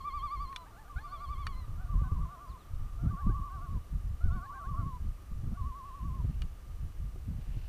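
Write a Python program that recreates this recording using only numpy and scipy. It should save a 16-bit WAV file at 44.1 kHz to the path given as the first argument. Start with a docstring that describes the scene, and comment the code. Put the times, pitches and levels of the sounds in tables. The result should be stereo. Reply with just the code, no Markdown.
"""From a kayak on a calm lake, a loon's wavering call is heard at once, echoing off the shore.
A fishing reel clicks, and a second loon trades calls with the first, amid low notes and yelps.
Near 2.5 s a small bird chirps far off. After 5 s the hull is bumped, the reel whirs and the calls end.
All along, a breeze buffets the right microphone. The left one is all but dead:
it gives hiss, a faint whine and a trace of the wind and the other sounds."""
import sys
import numpy as np
from scipy import signal
from scipy.fft import rfft, irfft
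from scipy.io import wavfile
from scipy.ndimage import uniform_filter1d

SR = 44100
rng = np.random.default_rng(int(sys.argv[2]) if len(sys.argv) > 2 else 0)


def digitize_waveform(pressure):
    """Quantize a signal to 16-bit integers and store it at the path in sys.argv[1].

    Rows of a 2-D input are taken as channels; values are limited to [-1, 1].
    """
    field = np.atleast_2d(pressure).T
    bounded = np.clip(field, -1, 1)
    quanta = np.round(bounded * 32767).astype(np.int16)
    wavfile.write(sys.argv[1], SR, quanta)


N = 338688
TIME = np.arange(N) / SR


def loon_calls():
    """Two loons sing clear, wavering calls (tremolos), with hoarse low notes and yelps around them."""
    # Each row: start, end and delay to a crest (a top of the waver) in seconds, wavers per second,
    # crest pitch and dip depth in Hz, tiring time in seconds, then in dB: level, opening swell,
    # closing fade, softening in the dips, treble, treble at the end.
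    tremolos = [(-.02, 0.651, 0.091, 11.3, 1181, 127.2, 0.32, -26.5, 8.5, 24, 11, 4, -10),
                (0.998, 1.666, .057, 11.38, 1180, 122.7, .36, -30.5, 13, 28.5, 13, 4.5, 10),
                (1.884, 2.58, .027, 9.67, 1182, 170, .14, -44, 0, 5, 3, -20, -20),
                (3.102, 3.793, .01, 11.4, 1177, 106, 0.13, -38, 2.5, 13.5, 3, -21, -21),
                (4.298, 4.984, .046, 11.18, 1166, 104.2, .2, -36.5, 9.5, 7.5, 2, -17, -21),
                (5.568, 6.23, 0.018, 10.45, 1142, 121.8, 0.16, -40.7, 2, 10.5, 1.5, -23, -23)]
    # Low notes lead into a call or answer it. Each row: start, end and delay to a crest in seconds,
    # wavers per second, crest pitch, dip depth, glide and final lift in Hz, level, fade and treble in dB.
    low_notes = [(0.56, 0.664, 0.021, 7.9, 689, 46, 0, 0, -59, -5, -13),
                 (.652, 0.74, .038, 11.4, 933, 250, 0, 0, -56.5, 0, -10),
                 (0.728, 0.899, 0.081, 8.4, 885, 206.3, 1, 140, -55.5, 0.5, -10),
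                 (0.956, 1.047, .071, 7.3, 902, 204, -2, -2, -41.5, 30, -8),
                 (1.048, 1.268, 0.071, 9.25, 733, 80.6, -72, -4, -55, -2, -2),
                 (1.773, 1.894, 0.052, 12.2, 754, 75, 2, 94, -54, 6, -19),
                 (2.028, 2.097, .031, 7.6, 760, 83, 0, 0, -53, 1, -20),
                 (2.237, 2.507, 0.093, 10.2, 734, 87.6, -24, 0, -58, -1, -21),
                 (2.981, 3.116, 0.039, 11.8, 711, 61.7, -1, 138, -54.5, -2, -22),
                 (3.163, 3.243, 0.081, 6.1, 896, 224, 0, 0, -53.5, 7, -22),
                 (3.289, 3.34, .063, 6.5, 890, 192, 0, 0, -51.5, 15, -24),
                 (3.495, 3.698, 0.046, 9.3, 747, 96.2, -115, 0, -55.5, -1.5, -14),
                 (4.2, 4.48, .054, 9.9, 751, 79, 24.5, 225, -49, 2.5, -13),
                 (4.517, 4.677, 0.05, 8.2, 796, 154.7, 0, 120, -48.5, 2.5, -17),
                 (4.737, 4.845, 0.06, 8.2, 698, 96.6, -2, 0, -52, -3, -18),
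                 (5.53, 5.58, 0.059, 6.7, 759, 165, 0, 0, -57.5, -5, -22)]
    # Each row: start, end and delay to a crest in seconds, crest pitch in Hz, level in dB.
    yelps = [(0.892, 0.963, 0.0103, 1190, -45), (2.104, 2.277, .037, 1108, -47.5),
             (3.238, 3.287, .002, 1090, -50), (3.338, 3.495, 0.00093, 1150, -43),
             (4.482, 4.526, .001, 1085, -46), (4.68, 4.742, .003, 1183, -44.5)]
    clear = [tremolo(*row) for row in tremolos]
    rough = [low_note(*row) for row in low_notes] + [yelp(*row) for row in yelps]
    return (loon_voice(clear, jitter=0.0018, shimmer_db=1.55)
            + loon_voice(rough, jitter=0.011, shimmer_db=2.0))


def tremolo(start, end, crest_s, rate, crest_hz, dip_hz, tiring_s, level_db, swell_db, fade_db,
            throb_db, treble_db, end_treble_db, tired_hz=957, lag_turns=0.2):
    """A full call is loudest on its crests, and sinks and slows as the bird tires."""
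    t, progress = span(start, end)
    tired = np.clip(1 - (end - t) / tiring_s, 0, 1) ** 2
    turns = (t - start - crest_s) * rate - lag_turns * tired
    pitch = (crest_hz - dip_hz * dips(turns)) * (1 - tired) + tired_hz * tired
    early, late = (1 - progress) ** 3, progress ** 3
    softening_db = throb_db * dips(turns, linger=1.48) * (1 - tired)
    loud_db = level_db - swell_db * early - fade_db * late - softening_db
    return t, pitch, loud_db, treble_db + (end_treble_db - treble_db) * late


def low_note(start, end, crest_s, rate, crest_hz, dip_hz, glide_hz, lift_hz, level_db, fade_db,
             treble_db, lift_s=0.018, push_db=2.5, steep_hz_per_s=5000):
    """A low note is louder as it climbs, softer as it falls; the voice may break upward at the end."""
    t, progress = span(start, end)
    wavering_hz = crest_hz - dip_hz * dips((t - start - crest_s) * rate)
    pitch = wavering_hz + glide_hz * (progress - 0.5) + lift_hz * np.exp((t - end) / lift_s)
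    climbing = np.tanh(np.gradient(pitch) * SR / steep_hz_per_s)
    return t, pitch, level_db - fade_db * progress ** 2 + push_db * climbing, treble_db


def yelp(start, end, crest_s, crest_hz, level_db, wavers_per_s=11, dip_hz=149.3, throb_db=6.5,
         treble_db=-23):
    """The answering bird breaks into its high voice for a scrap of tremolo."""
    t, _ = span(start, end)
    dip = dips((t - start - crest_s) * wavers_per_s)
    return t, crest_hz - dip_hz * dip, level_db - throb_db * dip, treble_db


def dips(turns, linger=1.3):
    """The waver: 0 on a crest, where the voice lingers, 1 in a dip."""
    return ((1 - np.cos(2 * np.pi * turns)) / 2) ** linger


def loon_voice(notes, jitter, shimmer_db, fade_db=4.5):
    """The voice trembles slightly in pitch (jitter) and in strength (shimmer)."""
    tremble = jitter * drift(160)
    fading_db = fade_db * np.array([drift(19) for _ in range(6)])
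    return sum(loon_note(*note, tremble, fading_db) for note in notes) * from_db(shimmer_db * drift(39))


def loon_note(t, pitch, loud_db, treble_db, tremble, fading_db, easy_db=-52,
              attack_s=0.011, release_s=0.016):
    """One nearly pure note, made of partials: sine waves at 1 to 6 times its pitch."""
    # How strong a partial is. Each row: frequency in Hz, relative level in dB.
    voice_colour = [(600, -2), (750, -18), (900, -9), (1020, -9), (1180, 9), (1300, -4), (1560, -14.5),
                    (1750, -12), (2050, -26.5), (2300, -21), (3000, -37.5), (3250, -29.5), (3600, -27),
                    (4000, -24), (4300, -25), (4750, -32.5), (5200, -50)]
    samples = np.rint(t * SR).astype(int)
    partial_hz = np.arange(1, 7)[:, None] * pitch * (1 + tremble[samples])
    # Overtones are strong only when the bird faces the boat; each fades on its own over the water.
    high_db = (treble_db + fading_db[:, samples]) * np.clip((partial_hz - 1700) / 400, 0, 1)
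    # A low note, when pushed, gains in its octave rather than in its lowest partial.
    low_db = (easy_db - loud_db) * np.clip((1000 - partial_hz) / 150, 0, 1)
    gains = from_db(at_hz(voice_colour, partial_hz) + high_db + low_db)
    gains *= partial_hz < voice_colour[-1][0]
    gains /= np.sqrt(np.sum(gains ** 2, axis=0) / 2)
    voice = np.sum(gains * np.sin(2 * np.pi * np.cumsum(partial_hz, axis=1) / SR), axis=0)
    ramp = np.clip(np.minimum((t - t[0]) / attack_s, (t[-1] - t) / release_s), 0, 1)
    out = np.zeros(N)
    out[samples] = voice * np.sin(np.pi / 2 * ramp) ** 2 * from_db(loud_db)
    return out


def shore(x, ring_s=2.5, build_s=0.085):
    """The wooded shore scatters back a long, dull echo."""
    echo = rng.standard_normal(N) * from_db(-60 * TIME / ring_s) * (1 - np.exp(-TIME / build_s))
    dull = signal.sosfilt(signal.butter(2, [950, 1900], "band", fs=SR, output="sos"), x)
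    return signal.fftconvolve(dull, echo / np.linalg.norm(echo))[:N]


def wind(rumble_gain_db=5.5, flutter_gain_db=4.0, lumps_db=3.5, tear_db=-17.5, tear_growth=1.2):
    """Air swirls at the microphone: a deep rumble, a lumpy flutter in the gusts and a few sharp blows."""
    # Each row of these three: frequency in Hz, relative level in dB.
    rumble_colour = [(8.8, -23), (15, 0.5), (48, 2), (78, -3.5), (140, -19.5), (180, -63), (310, -120)]
    flutter_colour = [(70, -9), (110, 3), (150, -2), (200, -10), (300, -22.5), (450, -38.5), (700, -43)]
    tear_colour = [(150, -8), (230, -16), (350, -11), (550, -16), (1000, -34)]
    rumble_db, flutter_db = gusting()
    rumble = from_db(rumble_db + rumble_gain_db) * evened(noise(rumble_colour), span_s=0.0655)
    lumpy_db = flutter_db + lumps_db * drift(21)
    flutter = from_db(lumpy_db + flutter_gain_db) * evened(noise(flutter_colour), span_s=0.0504)
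    # Fine swirls grow faster than the gust, so only hard gusts sound bright.
    tearing = from_db(tear_db + tear_growth * lumpy_db) * noise(tear_colour)
    return rumble + flutter + tearing + eddies()


def gusting(lull_flutter_db=-63, attack_s=0.016, release_s=0.024, surge_s=0.029):
    """Breeze, gusts and surges add in power, giving the relative dB of rumble and flutter over time."""
    # The breeze between gusts. Each row: time in seconds, rumble in dB.
    breeze = [(0, -48.5), (.7, -53.5), (1.15, -46), (1.9, -49), (2.6, -56.5), (3.05, -41), (4.2, -51.5),
              (4.55, -47.5), (5.0, -48), (5.8, -49), (6.3, -36), (6.6, -47), (7.68, -38.5)]
    # Gusts rise fast, hold and die away. Each row: start and end in seconds, rumble and flutter in dB.
    gusts = [(0.134, .26, -40.5, -58), (0.365, .45, -37.5, -52.5), (0.967, 0.971, -34, -46.5),
             (1.278, 1.624, -37.5, -51), (1.666, 1.811, -37, -48.5), (1.846, 1.93, -35, -57),
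             (1.94, 2.065, -33, -39.5), (2.13, 2.246, -31.5, -40), (2.503, 2.516, -37, -53.5),
             (2.722, 2.85, -33.5, -48.5), (2.922, 3.017, -38, -57), (3.035, 3.134, -36, -36),
             (3.237, 3.431, -35.5, -43), (3.528, 3.65, -40.5, -52.5), (3.708, 3.777, -33, -37),
             (3.924, 3.989, -31.5, -46), (4.052, 4.14, -33, -49), (4.253, 4.381, -32, -39),
             (4.674, 4.872, -36, -42.5), (4.933, 4.958, -39, -48), (5.022, 5.11, -32, -43),
             (5.309, 5.408, -35.5, -45.5), (5.44, 5.526, -33.5, -36.5), (5.593, 5.688, -33.5, -50),
             (6.03, 6.115, -35, -40.5), (6.173, 6.331, -35, -39.5), (6.376, 6.473, -33, -45),
             (6.69, 6.766, -40, -62), (6.814, 6.862, -35.5, -41.5), (6.996, 7.061, -33, -49),
             (7.146, 7.19, -43, -57), (7.28, 7.399, -41.5, -41), (7.47, 7.608, -37.5, -50)]
    # Deep surges inside strong gusts. Each row: time in seconds, peak rumble in dB.
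    surges = [(1.967, -25), (3.29, -24.5), (4.264, -23)]
    rumble, flutter = from_db(in_time(breeze)) ** 2, from_db(lull_flutter_db) ** 2
    for start, end, rumble_db, flutter_db in gusts:
        outside = np.maximum((start - TIME) / attack_s, (TIME - end) / release_s)
        shape = np.exp(-np.clip(outside, 0, 20))
        rumble += (from_db(rumble_db) * shape) ** 2
        flutter += (from_db(flutter_db) * shape) ** 2
    for peak_s, db in surges:
        rumble += from_db(db) ** 2 * np.exp(-np.minimum(((TIME - peak_s) / surge_s) ** 2, 20))
    return 10 * np.log10(rumble), 10 * np.log10(flutter)


def eddies(gain_db=5.5, rise_s=0.0053):
    """Single whirls of air hit the microphone with low thumps."""
    # Each row: start in seconds, relative peak level in dB.
    hits = [(1.681, -30), (1.957, -30.5), (2.017, -23), (2.117, -21.5), (3.061, -18.5), (3.264, -23.5),
            (3.292, -25.5), (4.253, -23), (4.788, -27), (4.856, -30.5), (5.432, -27), (5.47, -29.5),
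            (6.242, -22.5), (6.296, -25.5), (7.279, -24.5), (7.568, -31)]
    blows = np.zeros(N)
    for start, db in hits:
        age = np.maximum(TIME - start, 0) / rise_s
        blows += from_db(db + gain_db) * age * np.exp(1 - age)
    swirl = evened(noise([(40, -20), (85, 12), (150, -4.5), (300, -25), (700, -49)]), span_s=0.0211)
    return blows * swirl / np.sqrt(2)


def reel_clicks(crack_db=-9, crack_s=0.0029):
    """A catch snaps with a bright crack and sets the reel ringing."""
    # Each row: start in seconds, level in dB, tilt toward the treble in dB per octave,
    # the frequency struck hardest in Hz, its boost in dB.
    clicks = [(0.527, -49, -4, 1790, 11), (0.5609, -32.5, 3, 3470, 11), (1.4675, -31.5, -3, 1320, 5),
              (6.419, -40.5, 2.5, 2820, 11)]
    # The tones of reel and rod. Each row: frequency in Hz, relative level in dB, ring time in seconds.
    reel_tones = [(1070, -32, 0.027), (1270, -5.5, 0.027), (1510, -4.5, 0.019), (1810, -5, 0.018),
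                  (2090, -12, 0.015), (2367, -1, 0.018), (2896, -10, 0.04), (3200, -3.5, 0.0076),
                  (3530, -5.5, 0.015), (3800, -2, 0.0065), (4510, -6, 0.022), (5520, -8.5, 0.01),
                  (6570, -6, 0.0034), (8540, -18.5, 0.016)]
    out = np.zeros(N)
    crack = noise([(1500, 0), (3000, 7), (7000, -3), (10000, 1), (15000, -25)])
    for start, db, tilt_db, struck_hz, boost_db in clicks:
        tones = []
        for hz, tone_db, ring_s in reel_tones:
            nearness = np.exp(-(np.log(hz / struck_hz) / 0.075) ** 2)
            tones.append((hz, db + tone_db + tilt_db * np.log2(hz / 3000) + boost_db * nearness, ring_s))
        out += strike(start, tones, chatter_db=-19, chatter_s=0.0037)
        out += from_db(db + crack_db) * crack * (TIME >= start) * np.exp(-np.abs(TIME - start) / crack_s)
    return out


def hull_knocks():
    """Soft bumps ring the hollow hull."""
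    # Each row: start in seconds, level in dB.
    knocks = [(5.193, -57), (6.245, -43.5), (7.157, -43.5)]
    # Each row: frequency in Hz, relative level in dB, ring time in seconds.
    hull_tones = [(240, -3, .07), (375, 1, .08), (497, -6.5, 0.04), (690, -2, 0.033), (1200, -15, .025)]
    return sum(from_db(db) * strike(start, hull_tones, chatter_db=-43, chatter_s=0.01)
               for start, db in knocks)


def strike(start, tones, chatter_db, chatter_s):
    """A hit that chatters briefly sets each of an object's tones ringing."""
    out, at, size = np.zeros(N), int(start * SR), SR // 10
    for k, (hz, db, ring_s) in enumerate(tones):
        force = from_db(chatter_db) * rng.standard_normal(size) * np.exp(-TIME[:size] / chatter_s)
        force[0] = (-1) ** k  # neighbouring tones start in opposite directions
        out[at:at + size] += from_db(db) * ring(force, hz, ring_s)
    return out


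def ring(force, hz, ring_s):
    """Each push starts a sine wave that dies away by 60 dB in ring_s seconds."""
    decay, angle = from_db(-60 / (ring_s * SR)), 2 * np.pi * hz / SR
    return signal.lfilter([0, np.sin(angle)], [1, -2 * decay * np.cos(angle), decay ** 2], force + 1e-18)


def reel_whir(grain_db=2.5):
    """Hands and line rub on the reel in fine grains."""
    # Each row: time in seconds, level in dB.
    rubbing = [(0, -97), (5.6, -81), (5.95, -66.5), (6.15, -72), (6.3, -65), (6.5, -71), (7.1, -76),
               (7.3, -71), (7.45, -61.5), (7.68, -59)]
    # Each row: frequency in Hz, relative level in dB.
    whir_colour = [(800, -1.5), (1300, -6), (2300, -9), (2750, -0.5), (3250, -9.5), (5000, -15),
                   (9000, -30)]
    return from_db(in_time(rubbing) + grain_db * drift(90)) * noise(whir_colour)


def small_bird():
    """A distant bird gives thin whistles that slide down."""
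    # Each row: start and length in seconds, first and last pitch in Hz, level in dB.
    chirps = [(2.474, 0.066, 5200, 3140, -64.5), (2.585, .065, 4400, 3020, -67),
              (2.72, .035, 4250, 3630, -73)]
    out = np.zeros(N)
    for start, length, from_hz, to_hz, db in chirps:
        progress = np.clip((TIME - start) / length, 0, 1)
        pitch = from_hz + (to_hz - from_hz) * progress
        arch = 2 * np.sqrt(progress * (1 - progress))
        out += from_db(db) * arch * np.sqrt(2) * np.sin(2 * np.pi * np.cumsum(pitch) / SR)
    return out


def background(air_db=-63):
    """Open air, and a hollow hum near 1200 Hz where background noise resonates in the camera housing."""
    # Each row: time in seconds, level in dB.
    hum_levels = [(0, -58), (1.7, -55.5), (2.7, -56.5), (2.9, -55.5), (3.9, -61), (5.2, -61), (6.6, -62),
                  (7.68, -70)]
    # Each row of these two: frequency in Hz, relative level in dB.
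    hum_colour = [(900, -9.5), (1080, -4.5), (1200, 7), (1290, -4), (1420, -13), (1900, -22.5)]
    air_colour = [(100, -23), (300, -1), (700, -2.5), (1000, -7), (1700, -6), (3000, -14.5), (6000, -28.5)]
    return from_db(air_db) * noise(air_colour) + from_db(in_time(hum_levels)) * noise(hum_colour)


def from_db(db):
    """Turn decibels into a number to multiply by."""
    return 10 ** (np.asarray(db) / 20)


def rms_one(x):
    """Scale a signal to an average power of 1."""
    return x / np.sqrt(np.mean(x ** 2) + 1e-20)


def span(start, end):
    """The times within a note, and its progress from 0 to 1."""
    t = TIME[(TIME >= start) & (TIME < end)]
    return t, (t - start) / (end - start)


def in_time(points):
    """Join (seconds, value) points with straight lines, giving a value at every sample."""
    return np.interp(TIME, *np.transpose(points))


def at_hz(colour, hz):
    """Read the level at any frequency from a colour: a list of (Hz, dB) points."""
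    point_hz, db = np.transpose(colour)
    return np.interp(np.log(np.maximum(hz, 1)), np.log(point_hz), db)


def noise(colour):
    """Noise of power 1 that follows a colour and falls away beyond its ends."""
    hz = np.arange(N // 2 + 1) * SR / N + 1
    roll_off = 1 / (1 + (hz / colour[-1][0] / 2) ** 4) / (1 + (colour[0][0] / hz / 2) ** 4)
    return rms_one(irfft(rfft(rng.standard_normal(N)) * from_db(at_hz(colour, hz)) * roll_off, N))


def drift(rate_hz):
    """A random wander of typical size 1, mostly slower than rate_hz."""
    hz = np.arange(N // 2 + 1) * SR / N
    return rms_one(irfft(rfft(rng.standard_normal(N)) / (1 + (hz / rate_hz) ** 2), N))


def evened(x, span_s):
    """Take the chance swells out of a noise."""
    return x / np.sqrt(uniform_filter1d(x ** 2, int(span_s * SR)) + 1e-4)


def scene(echo_db=-25, leak_db=-40, wind_leak_db=-33):
    """All sound reaches the right microphone; only a trace gets into the left."""
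    loons = loon_calls()
    echo = from_db(echo_db) * shore(loons)
    sound = loons + echo + small_bird() + reel_clicks() + hull_knocks() + reel_whir() + background()
    breeze = wind()
    return np.array([from_db(leak_db) * sound + from_db(wind_leak_db) * breeze, sound + breeze])


def record(dry, hiss_db=-56.0, cutoff_hz=15300):
    """The electronics add hiss to each channel and a thin whine to both; the highest treble is cut."""
    # Each row: frequency in Hz, relative level in dB.
    hiss_colour = [(20, 3), (70, -8), (140, -8.5), (280, -13), (560, -20), (1100, -27.5), (2200, -29.5),
                   (4500, -32), (9000, -33.5), (15000, -35)]
    # Each row: frequency in Hz, level in dB.
    whine_tones = [(2937, -84.5), (5844, -85.5), (5874, -92), (8781, -85), (11688, -87.5), (11718, -88),
                   (14625, -83.5)]
    hiss = from_db(hiss_db) * np.array([noise(hiss_colour), noise(hiss_colour)])
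    whine = sum(from_db(db) * np.sqrt(2) * np.sin(2 * np.pi * (hz * TIME + rng.random()))
                for hz, db in whine_tones)
    treble_cut = signal.ellip(12, 0.2, 80, cutoff_hz, fs=SR, output="sos")
    return signal.sosfilt(treble_cut, dry + hiss + whine)


dry = scene()
out = record(dry)
digitize_waveform(out)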